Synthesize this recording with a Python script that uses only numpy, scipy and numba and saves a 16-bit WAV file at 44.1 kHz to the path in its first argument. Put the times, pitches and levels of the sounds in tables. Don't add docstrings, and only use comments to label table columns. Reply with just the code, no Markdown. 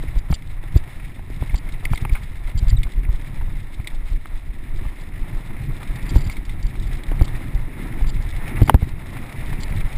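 import sys
import numpy as np
from scipy import signal
from scipy.fft import rfft, irfft, next_fast_len
from scipy.io import wavfile
from scipy.ndimage import uniform_filter1d
from numba import njit

SR = 44100
rng = np.random.default_rng(int(sys.argv[2]) if len(sys.argv) > 2 else 0)


def boost(x):
    u = np.asarray(x, float) / 20
    return 10 ** u


def file_out(sig):
    cols = np.atleast_2d(sig).T
    lim = np.clip(cols, -1, 1)
    pcm = np.round(lim * 32767).astype(np.int16)
    wavfile.write(sys.argv[1], SR, pcm)


N = 439677
T = np.arange(N) / SR


def unit(x):
    return x / np.sqrt(np.mean(x ** 2))


def colour(x, points):
    hz, db = np.transpose(points)
    size = next_fast_len(N)
    f = np.maximum(np.arange(size // 2 + 1) * SR / size, 1)
    curve_db = np.interp(np.log(f), np.log(hz), db, -120, -120)
    return unit(irfft(rfft(x, size) * boost(curve_db), size)[:N])


def ring(x, modes):
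    out = 0
    for k, (hz, width_hz, db) in enumerate(modes):
        b, a = signal.iirpeak(hz, hz / width_hz, SR)
        out = out + (-1) ** k * boost(db) * signal.lfilter(b, a, x)
    return out


def walk(rate_hz):
    k = int(SR / rate_hz)
    held = np.repeat(rng.standard_normal(N // k + 1), k)
    return 1.56 * uniform_filter1d(uniform_filter1d(held, k), k)[:N]


def grains(rate_hz, spread_db, tail_ms, bed):
    sizes_db = spread_db * np.minimum(rng.exponential(size=N), 3)
    starts = (rng.random(N) < rate_hz / SR) * boost(sizes_db)
    fade = np.exp(-1000 / (tail_ms * SR))
    envelope = bed + unit(signal.lfilter([1], [1, -fade], starts))
    return rng.standard_normal(N) * envelope


def add(out, start_s, burst):
    i = int(start_s * SR)
    part = out[max(i, 0):i + len(burst)]
    part += burst[max(-i, 0):][:len(part)]


# hz, level_db
SWAY_CURVE = [(5.9, -9.5), (10, 0), (32, -0.5), (41, -7), (54, -16.5), (90, -14.5), (120, -33), (200, -120)]


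def body_sway(level_db, lumps):
    return colour(rng.standard_normal(N), SWAY_CURVE) * boost(level_db + 2.6 * lumps)


# hz, level_db
THRUM_CURVE = [(35, -44), (60, -40), (75, -5.5), (108, 0), (129, 1), (175, -10), (230, -25.5), (390, -120)]


def tyre_thrum(level_db, lumps, thrown):
    return colour(grains(90, 3.4, 4.8, 1.0), THRUM_CURVE) * boost(level_db + 2.2 * lumps + 2.9 * thrown)


# hz, level_db
DRONE_CURVE = [(100, -78), (170, -0.5), (268, -1.5), (356, -4.5), (480, -19), (620, -32), (1060, -120)]


def frame_drone(level_db, lumps, thrown):
    return colour(grains(100, 2.5, 5.4, 1.46), DRONE_CURVE) * boost(level_db + 0.79 * lumps + 1.34 * thrown)


# hz, level_db
GRIT_CURVE = [(240, -32), (400, -7), (535, -4), (578, -3), (774, -3), (975, -3), (1180, -5), (1350, -2.5),
              (1540, -6.5), (1720, -1), (2140, 1), (2750, -13.5), (3100, -25), (4030, -33.5), (6820, -120)]


def grit_impacts(level_db, bright, shake, thrown):
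    dull = grains(120, 0.99, 13.0, 1.45)
    low = signal.butter(4, 1500, fs=SR, output="sos")
    impacts = bright + signal.sosfiltfilt(low, dull - bright)
    return colour(impacts, GRIT_CURVE) * boost(level_db + 0.7 * shake + 1.2 * thrown)


# hz, level_db
RUSTLE_CURVE = [(1710, -21.5), (2900, -2.5), (3220, -2), (3620, 3.5), (4110, -2), (4340, -8), (5250, -5),
                (5900, -13), (7670, -49), (13000, -120)]


def fine_rustle(grit_db, bright, shake, thrown):
    level_db = -56.5 + 0.55 * (grit_db + 46)
    fine = grains(70, 6.5, 4.0, 0.97)
    return colour(fine + 0.53 * bright, RUSTLE_CURVE) * boost(level_db + 1.87 * shake + 1.95 * thrown)


# time_s, grit_db, thrum_db, drone_db, sway_db
RIDE_LEVELS = [(0.0, -45, -32, -45, -26.5), (0.36, -51, -47, -54, -32), (0.72, -46.5, -35.5, -48.5, -24),
               (1.22, -50, -41, -47.5, -26.5), (1.44, -46.5, -36, -48.5, -31.5),
               (1.83, -45.5, -40, -47.5, -22.5), (2.03, -45.5, -35, -44.5, -24.5),
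               (2.22, -48.5, -40, -49, -25.5), (2.47, -48.5, -43.5, -49, -28),
               (2.72, -47.5, -31.5, -48, -24), (2.83, -50, -42, -47.5, -31), (3.05, -47.5, -40, -47.5, -27),
               (4.41, -50.5, -44.5, -49, -28), (4.75, -47, -42.5, -46, -26.5),
               (5.75, -45, -36.5, -42.5, -29.5), (6.16, -40.5, -29, -38.5, -22.5),
               (6.36, -46, -42.5, -45, -31.5), (6.58, -48, -36.5, -44, -25), (7.33, -42.5, -32, -39, -23),
               (7.61, -46, -35, -42.5, -26), (7.86, -40.5, -33, -35.5, -25), (8.08, -46.5, -34.5, -40, -25),
               (8.36, -42, -37.5, -46, -27.5), (8.58, -35.5, -31, -35, -28.5),
               (8.72, -50.5, -31.5, -41, -27.5), (8.94, -45, -33, -43.5, -24), (9.33, -42, -35, -41, -29),
               (9.97, -40.5, -34, -43, -25.5)]


def rolling(bumps):
    time_s, *columns = np.transpose(RIDE_LEVELS)
    grit_db, thrum_db, drone_db, sway_db = (np.interp(T, time_s, c) for c in columns)
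    speed = uniform_filter1d(np.abs(np.gradient(bumps)), int(0.039 * SR))
    thrown = np.log1p(np.minimum(speed / np.mean(speed), 6.5))
    lumps = walk(14)
    shake = walk(32)
    bright = grains(150, 3.9, 5.0, 1.6)
    low = body_sway(sway_db, lumps) + tyre_thrum(thrum_db, lumps, thrown)
    middle = frame_drone(drone_db, lumps, thrown) + grit_impacts(grit_db, bright, shake, thrown)
    return low + middle + fine_rustle(grit_db, bright, shake, thrown)


# start_s, drive_db, length_ms
SCUFF_EVENTS = [(0.186, -35, 10), (0.311, -29, 11), (0.338, -26, 18.3), (0.7693, -26.5, 12.4),
                (1.554, -32, 15), (1.575, -31.5, 16), (1.851, -21.5, 6.2), (1.922, -28, 12.6),
                (1.944, -32, 10), (2.125, -39, 16), (2.574, -29, 23), (2.681, -33, 9.8), (2.693, -25, 14),
                (2.831, -36, 11), (3.87, -34, 6.1), (5.007, -42, 16), (5.958, -41, 12), (6.056, -38, 15),
                (6.091, -28.5, 20), (6.148, -29.5, 25), (6.166, -32, 28), (6.206, -33, 21), (6.24, -35, 17),
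                (6.268, -32, 12), (6.297, -36.5, 34), (6.451, -36, 9.2), (6.627, -30, 8.9),
                (6.655, -41, 6.5), (6.6657, -28, 7.7), (6.87, -39, 12), (7.221, -24, 6.5),
                (7.242, -28.5, 17), (7.361, -38, 9.2), (8.067, -36, 25), (8.09, -29, 16), (8.221, -34.5, 9),
                (8.625, -31, 13), (8.652, -31.5, 18), (8.675, -31, 16), (9.602, -32.5, 28),
                (9.632, -26, 11), (9.699, -40, 12)]
# hz, width_hz, level_db
SCUFF_MODES = [(4813, 510, 0), (3130, 850, -2.5), (5590, 320, -5)]


def scuffs():
    drive = np.zeros(N)
    for start_s, db, ms in SCUFF_EVENTS:
        t_ms = np.arange(int(max(ms, 2) * SR / 1000)) * 1000 / SR
        rise = np.minimum(t_ms / 0.2, 1)
        stop = np.minimum((t_ms[-1] - t_ms) / 3, 1)
        add(drive, start_s, boost(db) * rise * stop)
    hiss = drive * boost(2.0 * walk(200)) * rng.standard_normal(N)
    return boost(1.5) * ring(ring(hiss, SCUFF_MODES), SCUFF_MODES)


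# start_s, start_hz, end_hz, peak_db, length_ms
SQUEAK_EVENTS = [(2.764, 4040, 3460, -34, 14)]


def squeaks():
    out = np.zeros(N)
    for start_s, start_hz, end_hz, db, ms in SQUEAK_EVENTS:
        u = np.linspace(0, 1, int(ms * SR / 1000))
        pitch_hz = start_hz + (end_hz - start_hz) * u ** 2
        tone = np.sin(2 * np.pi * np.cumsum(pitch_hz) / SR)
        add(out, start_s, boost(db) * np.sin(np.pi * u ** 1.8) * tone)
    return out


# start_s, drive_db, place (0 body, 1 shell, 2 rim, 3 lid, 4 clip; may lie between
# or beyond), loss_db (one place away), tail_ms
STRIKES = [(0.037, -29, 0, 10, 2.5), (0.159, -36, -1, 0.5, 4.7), (0.287, -40, 2.5, 11, 3.1),
           (0.301, -27.5, 0.5, 13, 7.8), (0.326, -26.5, 2, 1.5, 3.9), (0.423, -34, 3, 18, 2.8),
           (0.637, -43.5, 2.5, -1, 3.5), (0.998, -37, 3, 9, 6.6), (1.193, -38, .3, 3, 2.5),
           (1.301, -31.5, 0, 13, 3.4), (1.424, -22, .4, 11, 2.8), (1.495, -30, 3, 22, 3.7),
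           (1.543, -35, -1, 0, 5), (1.689, -34.5, 3.5, 5, 3), (1.853, -15, 3, 21, 2.6),
           (1.934, -23.5, 2, 3, 3.3), (1.957, -22.5, 3.5, 20, 3), (1.975, -20.5, 3.5, 22, 4),
           (2.001, -31, 3, 17, 2.8), (2.051, -22.5, 2, 4, 2.5), (2.094, -22.5, 3, 18, 3.5),
           (2.151, -27.5, 2.5, 13, 17), (2.625, -36, -0.5, 12, 2.8), (2.727, -34, 0.7, 17, 2.5),
           (2.831, -20.5, 3.5, 17, 4.6), (2.869, -36, 2, 22, 3.1), (2.934, -33, 3.2, 15, 3.5),
           (2.972, -33, -0.7, 12, 2.2), (3.049, -33.5, 3, 21, 4.8), (3.09, -39, .9, 12, 3),
           (3.411, -35.5, 0.9, 6, 9.4), (3.798, -35.5, 2.5, 17, 4.2), (3.845, -32.5, 3, 26, 2.8),
           (3.872, -19, 3.5, 18.5, 5), (4.257, -29, 2.2, 28, 2), (4.853, -34, 2.5, 15, 2.2),
           (5.507, -40, 2, 16, 2.3), (5.829, -33, 3.5, 3, 5.7), (5.958, -30.5, 5.5, 1, 6.2),
           (6.157, -23, 0, 4, 4.9), (6.297, -29, 3, 8, 4.2), (6.325, -32, 3, 18, 3.1),
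           (6.367, -29.5, 3.5, 10, 4.3), (6.493, -33, 3.5, 6, 7), (6.754, -35, 3, 4, 2.6),
           (6.823, -34, 5.5, 6, 3.3), (6.834, -30, 6, 3, 5.3), (7.035, -27, 3.5, 14, 3.4),
           (7.116, -24, 0.25, 4, 5.8), (7.211, -20, .5, 10, 4.6), (7.279, -34.5, 4, 1.5, 4.5),
           (8.009, -33, 0.5, 5, 4.5), (8.043, -32.5, 2.5, 7, 3.5), (8.163, -34.5, 3, 11, 3.9),
           (8.617, -14.5, 0, 14, 4.9), (8.677, -28.5, 2.5, 3, 8.5), (8.696, 0.5, 1.1, 12.5, 2.1),
           (8.704, -18, 0, 14, 7.4), (8.743, -10, 0, 4.5, 5.3), (8.821, -26.5, -0.8, 3, 6.3),
           (9.168, -27, 2.5, 16, 3.4), (9.529, -28, 0.5, 8, 2.6), (9.761, -28, 4.5, 21, 6.2),
           (9.81, -28, 3, 15, 4.7)]
BLOW_SHARE = [4.57, 2.08, 1.52, 0.87, 0.52]
MAX_LOSS_DB = [22.222, 27, 29.16, 20.9, 28]
# hz, width_hz, level_db
BODY_MODES = [(277, 77, 1), (445, 460, -10)]
SHELL_MODES = [(938, 345, -1.5), (638, 90, -12)]
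RIM_MODES = [(1095, 860, 4.5), (1540, 2900, -4.5)]
LID_MODES = [(2086, 280, -2), (2560, 920, -16.5)]
CLIP_MODES = [(3580, 420, 0)]


def clatter():
    drive = np.zeros((5, N))
    t_ms = np.arange(int(0.04 * SR)) * 1000 / SR
    tap = np.exp(-(t_ms / 0.076 - 2) ** 2)
    for start_s, db, place, loss_db, ms in STRIKES:
        distance = np.abs(np.arange(len(drive)) - place)
        mix_db = -np.minimum(loss_db * distance ** 1.8, MAX_LOSS_DB)
        noise = rng.standard_normal(len(t_ms))
        tail = noise * np.exp(-t_ms / max(ms, 0.3)) * (1 - np.exp(-t_ms / 0.4))
        for row, share_db, blow in zip(drive, mix_db, BLOW_SHARE):
            add(row, start_s, boost(db + share_db) * (blow * tap + tail))
    body = ring(drive[0], BODY_MODES)
    shell = ring(ring(drive[1], SHELL_MODES), [(836, 440, 0)])
    rim = ring(ring(drive[2], RIM_MODES), [(1280, 2600, 0)])
    lid = ring(ring(drive[3], LID_MODES), [(2170, 700, 0)])
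    clip = ring(ring(drive[4], CLIP_MODES), [(3800, 11000, 0)])
    low = boost(14.5) * body + boost(15.5) * shell + boost(12.0) * rim
    return low + boost(20.0) * lid + boost(11.5) * clip


# time_s (centre of push), push_db, push_ms, rebound (share of the push)
BUMPS = [(0.088, -14.5, 7.8, .5), (0.171, -6, 9.4, .6), (0.307, -4, 3.36, 0.72), (0.313, -3.5, 5, 0.22),
         (0.326, -16, 3.8, 2.2), (0.764, 5.5, 4.45, 0.18), (1.046, -22, 12, 1.1), (1.303, -20, 9.9, 1.2),
         (1.422, -9, 6, .05), (1.496, -19, 8.8, .05), (1.547, -4.5, 8.5, 0.27), (1.91, -17, 4.5, .05),
         (1.917, -6, 4, .05), (1.926, -14.5, 6.8, 1.8), (2.026, -10.5, 3.9, .05), (2.127, -4.5, 8.6, 0.48),
         (2.242, -20, 5.9, .05), (2.303, -20, 14, .52), (2.349, -18, 16, 0.96), (2.457, -12.5, 13, .63),
         (2.556, -8.5, 4.9, .06), (2.569, -9.5, 9.2, 0.87), (2.63, -6.5, 5.8, .47),
         (2.676, -5.5, 11.3, 0.68), (2.7, -19, 9.6, 0.25), (2.732, -1.5, 6.3, .36), (2.787, -7, 9.4, 0.88),
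         (2.858, -14, 8.5, 1), (2.984, -7, 11, 0.64), (3.008, -21, 10, .5), (3.035, -14.5, 14, 0.82),
         (3.094, -6.5, 6.9, .6), (3.146, -15, 13.4, 0.25), (3.241, -25, 13, 0.48),
         (3.802, -14.5, 4.8, 0.33), (3.937, -18, 17, 1.1), (3.986, -17, 17, .54), (4.04, -17, 15, 0.78),
         (4.119, -12.5, 7.4, 0.68), (4.151, -12, 11.3, 0.72), (4.309, -25, 13, 0.91),
         (4.348, -17, 15.4, 0.57), (4.496, -19, 7.6, .63), (4.864, -17.5, 8.2, .95),
         (5.225, -13.5, 12, .05), (5.356, -16.5, 13, 1.05), (5.633, -19, 6.5, .3), (5.902, -15.5, 9.1, .82),
         (6.041, -12.5, 15, 0.5), (6.106, -22, 4.1, .95), (6.115, -17, 3.7, .05), (6.125, -21, 3.4, .3),
         (6.166, 4.5, 5.8, .2), (6.268, -10.5, 3.8, .05), (6.278, -10.5, 7.9, .64), (6.39, -18.5, 8.1, .75),
         (6.652, -9, 9.8, .54), (6.796, -17, 9, 0.79), (6.865, -15, 9.5, 0.85), (6.949, -15.5, 15, 0.65),
         (7.088, -13, 11, .95), (7.121, -14.5, 11, .56), (7.22, 3.5, 5.05, 0.062), (7.351, -12, 13, 0.27),
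         (7.489, -25, 3.1, .05), (7.555, -7.5, 9.2, 0.56), (7.605, -12.5, 12, .4), (7.785, -25, 2.9, .05),
         (8.025, -5.5, 9, 0.73), (8.071, -9.5, 9.7, .41), (8.156, -12, 9.1, .61), (8.199, -14, 7.7, .17),
         (8.255, -14.5, 9.3, .05), (8.623, 8, 3.9, .05), (8.631, -1.5, 2.6, .94), (8.687, -12, 1.5, 0.83),
         (8.75, 9.5, 4.2, 0.37), (8.83, -5, 4, 0.29), (9.226, -19, 3.1, .35), (9.387, -23, 14, 0.79),
         (9.592, -20, 4, 0.54), (9.712, -17, 4.3, .11), (9.758, -15.5, 3.5, .39), (9.851, -10.5, 11, .53)]


def jolts():
    out = np.zeros(N)
    for time_s, db, ms, rebound in BUMPS:
        u = np.arange(-4 * ms, 8 * ms, 1000 / SR) / ms
        push = np.exp(-(u / 0.51) ** 2)
        sag_share = max(0.32 - 0.018 * ms, 0)
        sag = sag_share * np.exp(-((u + 1.32) / 0.44) ** 2)
        swing_at, swing_width = 1.2 + 3.04 / ms, 0.62 + 1.7 / ms
        swing = max(rebound, 0) * np.exp(-((u - swing_at) / swing_width) ** 2)
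        add(out, time_s - 4 * ms / 1000, boost(db) * (push - sag - swing))
    return out


def scene():
    bumps = jolts()
    return (rolling(bumps) + scuffs() + squeaks() + clatter() + bumps)[None]


@njit
def follow(x, attack, release):
    e, out = 0., np.empty(len(x))
    for i in range(len(x)):
        e += (abs(x[i]) - e) * (attack if abs(x[i]) > e else release)
        out[i] = e
    return out


def gain_control(dry):
    threshold, attack_s, release_s = 0.57, 0.0039, 0.057
    loud = follow(dry[0], 1 / (attack_s * SR), 1 / (release_s * SR))
    return dry * (threshold / np.maximum(loud, threshold)) ** 0.45


def low_rate_converter(x):
    up, down, hold = 40, 147, 4
    slow = np.clip(signal.resample_poly(x, up, down, axis=1), -1, 1)
    steps = np.repeat(slow, hold, axis=1)
    held = signal.resample_poly(steps, down, up * hold, axis=1)[:, :N]
    lowpass = signal.cheby2(10, 40, 15600, fs=SR, output="sos")
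    return np.clip(signal.sosfilt(lowpass, held), -1, 1)


def roll_off(x):
    return signal.sosfilt(signal.butter(12, 16110, fs=SR, output="sos"), x)


def record(dry):
    mix = low_rate_converter(gain_control(dry))
    return roll_off(mix)


dry = scene()
out = record(dry)
file_out(out)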